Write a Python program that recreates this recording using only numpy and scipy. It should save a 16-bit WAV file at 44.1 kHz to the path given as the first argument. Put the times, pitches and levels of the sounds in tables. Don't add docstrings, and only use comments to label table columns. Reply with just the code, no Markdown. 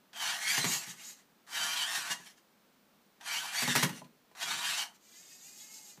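import sys
import numpy as np
from scipy import signal
from scipy.fft import rfft, irfft
from scipy.io import wavfile
from scipy.ndimage import uniform_filter1d

SR = 44100
rng = np.random.default_rng(int(sys.argv[2]) if len(sys.argv) > 2 else 0)


def int16_out(signal):
    q = np.round(np.clip(np.atleast_2d(signal).T, -1, 1) * 32767)
    wavfile.write(sys.argv[1], SR, q.astype(np.int16))


N = 264600
TIME = np.arange(N) / SR
FREQS = np.maximum(np.arange(N // 2 + 1) * SR / N, 1)

# (time [s], frequency [Hz])
COMMUTATION = [(.64, 460), (.9, 430), (1.12, 425), (1.25, 360), (4.92, 330), (5.15, 335), (5.22, 364),
               (5.41, 368), (5.46, 402), (5.6, 426), (5.68, 424), (5.765, 440), (6, 388)]
# (time [s], clack [dB], thump [dB], thump tilt [dB/octave])
KNOCKS = [(0.5783, -27.5, -41, -0.5), (.643, -28.5, -34, 0), (0.696, -53, -53, -5), (0.869, -48, -52, -10),
          (.935, -51, -78, 11), (1.975, -48, -64.5, 13.5), (2.102, -52, -53, 7), (2.198, -60, -66.5, 8.5),
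          (3.6208, -30.5, -38, 2), (3.677, -30.5, -35.5, 3), (3.7525, -23.5, -37.5, -3),
          (3.76, -26, -39, 6), (3.8266, -26.5, -28.5, -5.5), (3.8306, -27, -38.5, 4.5),
          (3.892, -39.5, -71, 12), (4.017, -71, -56, 8), (4.3137, -66, -73, 8.5), (5.974, -59.5, -57, 1.5)]
# (frequency [Hz], level [dB])
GEAR_SPECTRUM = [(80, -62), (300, -31), (520, -21), (600, -24.5), (680, -6), (900, -1), (1350, -3.5),
                 (1900, 2.5), (3000, 3), (5000, -4.5), (6500, -5.5), (8500, -10), (11000, -11),
                 (13500, -16), (15500, -23)]
# (start [s], braking time [s], rocking of the base [dB])
SWINGS = [(0.133, 0.742, -73), (1.466, 2.118, -62), (3.204, 3.844, -66), (4.35, 4.822, -55)]
# (time [s], level [dB])
EFFORT = [
    [(.16, -36), (.21, -41), (.28, -36.5), (.395, -44.5), (.5, -33.5), (.61, -36), (.68, -42), (.76, -34.5)],
    [(1.55, -39), (1.65, -38.5), (1.72, -39.5), (1.83, -38), (1.86, -43), (1.96, -37.5), (2.04, -43.5),
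     (2.09, -42), (2.12, -39)],
    [(3.31, -42), (3.38, -38.5), (3.44, -45), (3.53, -43), (3.6, -34.5), (3.65, -39.5), (3.78, -35.5),
     (3.84, -39.5)],
    [(4.37, -41.5), (4.43, -38), (4.47, -44), (4.5, -40), (4.62, -41), (4.69, -36), (4.77, -41),
     (4.82, -38.5)],
]
# (time [s], mesh frequency [Hz], whine re effort [dB])
SHOULDER = [
    [(.15, 1620, -3), (.27, 1425, -5.5), (.404, 2128, -10), (.486, 2175, -2.5), (.518, 2369, -3.5),
     (.584, 2373, -16), (.61, 2061, -5.5), (.744, 2800, -16), (.8, 2370, -18)],
    [(1.5, 1548, -16), (1.64, 1559, -1), (1.7, 1584, -6.5), (1.764, 1656, -5.5), (1.825, 1473, -1),
     (1.885, 1792, 1), (1.97, 1825, -3.5), (2.05, 1512, -19), (2.114, 1896, -1)],
    [(3.26, 1617, -9), (3.315, 1547, -1), (3.36, 1500, -11), (3.53, 1601, -11), (3.562, 2176, -3),
     (3.602, 2367, -3), (3.636, 2348, -6.5), (3.716, 1754, -2.5), (3.82, 1979, -4)],
    [(4.39, 1524, -21), (4.434, 1687, -15), (4.496, 1494, -15), (4.6, 1578, -11.5), (4.68, 1643, -2.5),
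     (4.728, 1392, -24), (4.8, 1527, -2.5), (4.85, 1478, -5)],
]


def from_db(db):
    return 10 ** (np.asarray(db) / 20)


def rms_one(x):
    return x / np.sqrt(np.mean(x ** 2) + 1e-20)


def curve(tables, column):
    rows = np.vstack(tables)
    return np.interp(TIME, rows[:, 0], rows[:, column])


def colour(points):
    hz, db = np.transpose(points)
    return from_db(np.interp(np.log(FREQS), np.log(hz), db))


def resonances(peaks, floor_db):
    power = sum(from_db(db) ** 2 / (1 + (2 * (FREQS - hz) / width) ** 2) for hz, width, db in peaks)
    return np.sqrt(power + from_db(floor_db) ** 2)


def shaped(x, gain):
    return rms_one(irfft(rfft(x) * gain, N))


def noise(gain):
    return shaped(rng.standard_normal(N), gain)


def low_cut(x, hz, order):
    return signal.sosfilt(signal.butter(order, hz, "high", fs=SR, output="sos"), x)


def drift(rate_hz):
    return noise(1 / (1 + (FREQS / rate_hz) ** 2))


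def rotation(hz, jitter, rate_hz):
    return 2 * np.pi * np.cumsum(hz * (1 + jitter * drift(rate_hz))) / SR


def impacts(per_s, spread_db):
    sizes = from_db(spread_db * np.minimum(rng.exponential(1, N), 4))
    return rms_one(sizes * rng.choice([-1, 1], N) * (rng.random(N) < per_s / SR))


def impulses(times, db):
    clicks = np.zeros(N)
    clicks[np.round(times * SR).astype(int)] = from_db(db)
    return clicks


def decay(clicks, t60):
    return signal.lfilter([1], [1, -from_db(-60 / (t60 * SR))], clicks + 1e-18)


def arch(start, length):
    return np.sin(np.pi * np.clip((TIME - start) / length, 0, 1)) * (TIME < start + length)


def swinging(jerk=0.064, run_up_s=0.083, brake_db_per_s=439):
    gain = 0
    for start, braking, _ in SWINGS:
        run_up = np.clip((TIME - start) / run_up_s, 0, 1) ** 1.57
        brake = from_db(-brake_db_per_s * np.maximum(TIME - braking, 0))
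        gain = gain + (TIME >= start) * (jerk + (1 - jerk) * run_up) * brake
    return gain


def pushing():
    # (centre time [s], duration [s], gear rattle [dB], motor sizzle [dB])
    pushes = [(0.728, 0.21, -71, -33.5), (0.833, 0.11, -44.5, -75), (0.898, 0.1, -46.5, -48.5),
              (1.011, 0.17, -55, -57.5), (1.087, 0.16, -56.5, -48.5), (1.19, 0.11, -63, -70),
              (2.121, 0.049, -44, -38.5), (2.205, 0.073, -57, -76), (2.274, 0.15, -52.5, -77),
              (2.38, 0.05, -67.5, -74), (3.271, 0.033, -54, -64), (3.963, 0.14, -49.5, -78),
              (4.954, 0.052, -63.5, -66)]
    rattle = sizzle = 0
    for centre, length, rattle_db, sizzle_db in pushes:
        swell = arch(centre - length / 2, length) ** 1.7
        rattle = rattle + from_db(rattle_db) * swell
        sizzle = sizzle + from_db(sizzle_db) * swell
    return rattle, sizzle


def strain(start_s=4.99, stop_s=6.01, fade_s=0.12, db_per_octave=14.5, hunt_hz=6.92):
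    _, pushes = pushing()
    creeping = np.clip(np.minimum(TIME - start_s, stop_s - TIME) / fade_s, 0, 1)
    octaves = np.log2(curve([COMMUTATION], column=1) / 400)
    hunting_db = 2 * np.cos(2 * np.pi * hunt_hz * (TIME - 5.465))
    return pushes + creeping * from_db(-54.5 + db_per_octave * octaves + hunting_db)


def background():
    # (frequency [Hz], level [dB])
    spectrum = [(25, -17), (60, -21), (90, -25), (130, -17), (200, -5), (300, -10.5), (550, -14.5),
                (1200, -16.5), (2000, -20.5), (4200, -23.5), (10000, -31.5), (12500, -30), (15400, -24)]
    return from_db(-66.5) * noise(colour(spectrum))


def reverberation(x, t60, wet_db):
    t = TIME[:SR // 2]
    tail = rng.standard_normal(len(t)) * from_db(-60 * t / t60) * (t > .003)
    return x + from_db(wet_db) * signal.fftconvolve(x, tail / np.linalg.norm(tail))[:N]


def base_tremble():
    # (frequency [Hz], level [dB])
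    spectrum = [(30, -45), (90, -32), (125, -3), (175, 0), (200, -3), (235, 4), (285, -6), (430, -10),
                (600, -17), (900, -50)]
    times, _, thump_db, _ = np.transpose(KNOCKS)
    rocking = sum(from_db(db) * arch(start + 0.068, length=0.21) for start, _, db in SWINGS)
    gears = from_db(curve(EFFORT, column=1) - 27) * swinging()
    aftershake = decay(impulses(times, thump_db - 9), t60=0.41)
    motor = from_db(-22) * strain()
    envelope = np.sqrt(rocking ** 2 + gears ** 2 + aftershake ** 2 + motor ** 2)
    return low_cut(envelope * noise(colour(spectrum)), hz=125, order=4)


def tooth_ticks(body):
    # (time [s], level [dB])
    catches = [(0.131, -51), (0.159, -47), (1.473, -59), (2.378, -64), (3.21, -50), (3.2536, -50),
               (4.0432, -58), (4.351, -54), (4.9434, -71.5), (5.23, -63)]
    ringing = noise(body * colour(GEAR_SPECTRUM))
    return decay(impulses(*np.transpose(catches)), t60=0.094) * ringing


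def knocks(body):
    # (frequency [Hz], level [dB])
    spectrum = [(180, -32), (300, 0), (599, -18), (876, 1), (1640, -4.5), (1900, -1), (3730, -9.5),
                (3990, -10), (4330, -9.5), (12000, -14), (15400, -19)]
    # (frequency [Hz], level [dB], decay time t60 [s])
    modes = [(131.7, -9.5, 0.23), (151.6, -1.5, 0.13), (177, -2.5, 0.39), (228.7, -6, 0.22),
             (242.3, 1, 0.27), (315, -12, 0.25), (423.5, -7, 0.11), (538, -19.5, 0.35), (658, -8, 0.082),
             (850, -2.5, 0.037), (1006, -11, 0.1)]
    times, clack_db, thump_db, tilt = np.transpose(KNOCKS)
    clack = decay(impulses(times, clack_db), t60=0.089) * noise(np.sqrt(body) * colour(spectrum))
    thump = np.zeros(N)
    for hz, db, t60 in modes:
        radius, omega = from_db(-60 / (t60 * SR)), 2 * np.pi * hz / SR
        arrival = times + rng.uniform(0, 0.0028, len(times))
        strength_db = thump_db + db + tilt * np.log2(hz / 200) + rng.normal(-1.5, 2, len(times))
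        hits = impulses(arrival, strength_db) + 1e-18
        ringing = signal.lfilter([0, np.sin(omega)], [1, -2 * radius * np.cos(omega), radius ** 2], hits)
        thump += rng.choice([-1, 1]) * ringing
    return low_cut(clack + thump, hz=116, order=6)


def straining_motor():
    # (frequency [Hz], bandwidth [Hz], level [dB])
    can_modes = [(4230, 180, 7), (4700, 33, 6.5), (4800, 140, 12.5), (5440, 88, 8), (6180, 99, -30),
                 (6000, 62, 9.5), (6100, 39, -2.5), (6446, 70, 9.5), (6800, 29, 12.5), (7460, 63, 10),
                 (8170, 140, 6.5)]
    # (frequency [Hz], level [dB])
    spectrum = [(710, -10), (1200, -39), (1550, -11), (1600, -20), (1760, -10), (2280, -15), (2850, -7.5),
                (3530, -14.5), (4760, -11), (5520, -10), (6700, -2), (10000, -13), (12700, -6.5),
                (14400, -13), (15400, -37)]
    # (order [1], level [dB])
    harmonics = [(2, -7), (3, -14), (4, -12), (5, 1), (6, 0), (7, 1), (8, -4), (9, 2), (10, 2), (11, 1),
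                 (12, 2), (14, 2)]
    phase = rotation(curve([COMMUTATION], column=1), jitter=.008, rate_hz=45)
    puffs = rms_one(np.exp(0.2 * (np.cos(phase) - 1)))
    spikes = rms_one(np.exp(300 * (np.cos(phase) - 1)))
    brushes = puffs * impacts(per_s=19000, spread_db=0) + 0.45 * rms_one(np.gradient(spikes))
    can = resonances(can_modes, floor_db=-1) / (1 + (700 / FREQS) ** 4)
    sizzle = shaped(brushes, colour(spectrum) * can)
    tones = sum(from_db(db + 3 * drift(12) + 3 * drift(70)) * np.sin(k * phase) for k, db in harmonics)
    return strain() * (sizzle + from_db(-15.5) * tones)


def mesh_tone(hz, levels_db):
    phase = rotation(hz, jitter=.012, rate_hz=80)
    tone = 0
    for order, db in enumerate(levels_db, 1):
        clean = np.sin(order * phase)
        smear = drift(120) * clean + drift(120) * np.cos(order * phase)
        tone = tone + from_db(db) * rms_one(clean + .75 * smear)
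    return tone * (1 + .4 * np.cos(phase / 10))


def elbow_whine():
    # (start [s], duration [s], first frequency [Hz], last frequency [Hz], peak level [dB])
    glides = [(.24, 0.12, 2545, 3420, -49), (.575, 0.084, 4230, 3900, -39), (3.28, 0.077, 2143, 2481, -44),
              (3.34, 0.077, 2656, 3360, -39.5), (3.674, 0.071, 3810, 3387, -40.5),
              (4.405, 0.069, 3250, 3380, -42), (4.47, 0.0661, 3759, 3700, -41),
              (4.55, .08, 3485, 3920, -43.5), (4.68, 0.079, 3674, 4090, -41), (4.707, .08, 2524, 2880, -42)]
    whine = 0
    for moves in (glides[0::2], glides[1::2]):
        pitch = [[(start, first), (start + length, last)] for start, length, first, last, _ in moves]
        envelope = sum(from_db(db) * arch(start, length) for start, length, _, _, db in moves)
        whine = whine + envelope * mesh_tone(curve(pitch, column=1), levels_db=[0, -8])
    return whine


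def shoulder_whine():
    harmonics_db = [-6, -4, -6.5, -7.5, -8]
    # (frequency [Hz], bandwidth [Hz], level [dB])
    case_modes = [(1800, 140, 5), (2260, 170, 5.5), (3080, 160, 5.5), (4620, 240, 2)]
    envelope = swinging() * from_db(curve(EFFORT, column=1) + curve(SHOULDER, column=2))
    flickering_db = [db + 2 * drift(14) for db in harmonics_db]
    tone = mesh_tone(curve(SHOULDER, column=1), flickering_db)
    return irfft(rfft(envelope * tone) * resonances(case_modes, floor_db=-4), N)


def worn_pinion(teeth=10, size=256):
    angle = rotation(curve(SHOULDER, column=1) / teeth, jitter=.006, rate_hz=40.6)
    flaws = rng.standard_normal(size)
    return rms_one(np.interp(angle / (2 * np.pi) * size, np.arange(size), flaws, period=size))


def shifting_contacts(x, depth_db, size=512):
    cells = signal.stft(x, nperseg=size)[2]
    swell = rng.standard_normal(cells.shape)
    for axis, width in ((0, 3), (0, 3), (1, 8), (1, 6)):
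        swell = uniform_filter1d(swell, width, axis=axis)
    return signal.istft(cells * from_db(depth_db * rms_one(swell)), nperseg=size)[1][:N]


def gear_rattle(body, usual_effort_db=-38.5):
    effort_db, moving = curve(EFFORT, column=1), swinging()
    pushes, _ = pushing()
    teeth = impacts(per_s=8000, spread_db=2.3) + .75 * moving * worn_pinion()
    teeth = shifting_contacts(teeth, depth_db=2.1)
    teeth = teeth * from_db(1.42 * drift(31))
    case = body * colour(GEAR_SPECTRUM)
    above_growl, above_middle = (1 / (1 + (hz / FREQS) ** 12) for hz in (1400, 5200))
    growl = from_db(-10) * shaped(teeth, case * (1 - above_growl))
    middle = from_db(-3) * shaped(teeth, case * (above_growl - above_middle))
    treble = from_db(-4.5) * shaped(teeth, case * above_middle)
    growl_db = usual_effort_db + 0.23 * (effort_db - usual_effort_db)
    growl_gain = moving ** 0.47 * from_db(growl_db) + from_db(-3.5) * pushes
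    upper_gain = moving * from_db(effort_db) + pushes
    return growl_gain * growl + upper_gain * (middle + treble)


def scene():
    # (frequency [Hz], bandwidth [Hz], level [dB])
    bracket_modes = [(664, 39, 9.5), (820, 27, 0), (1168, 18, -2.1), (1517, 41, 6), (1713, 126, 5),
                     (1873, 120, 2.4), (2080, 27, -39), (2348, 35, -3), (2860, 54, 2.5), (3150, 72, 3),
                     (3840, 150, 3.5), (4244, 85, 6), (4330, 56, 7), (4750, 106, 3.5), (5500, 52, -12),
                     (5660, 62, 7), (6120, 310, -0.5), (6480, 62, -4.5), (6870, 38, 2), (7460, 76, -7.5),
                     (7480, 120, 2), (8400, 69, -13.3), (8400, 51, 6), (9156, 57, -26)]
    body = resonances(bracket_modes, floor_db=-0.5)
    servos = gear_rattle(body) + shoulder_whine() + elbow_whine() + straining_motor()
    arm = servos + knocks(body) + tooth_ticks(body) + base_tremble()
    return (background() + reverberation(arm, t60=0.21, wet_db=-7))[None]


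def record(dry, cutoff_hz=15400):
    thin = low_cut(dry, hz=60, order=1)
    return signal.sosfilt(signal.ellip(12, .1, 80, cutoff_hz, fs=SR, output="sos"), thin)


dry = scene()
out = record(dry)
int16_out(out)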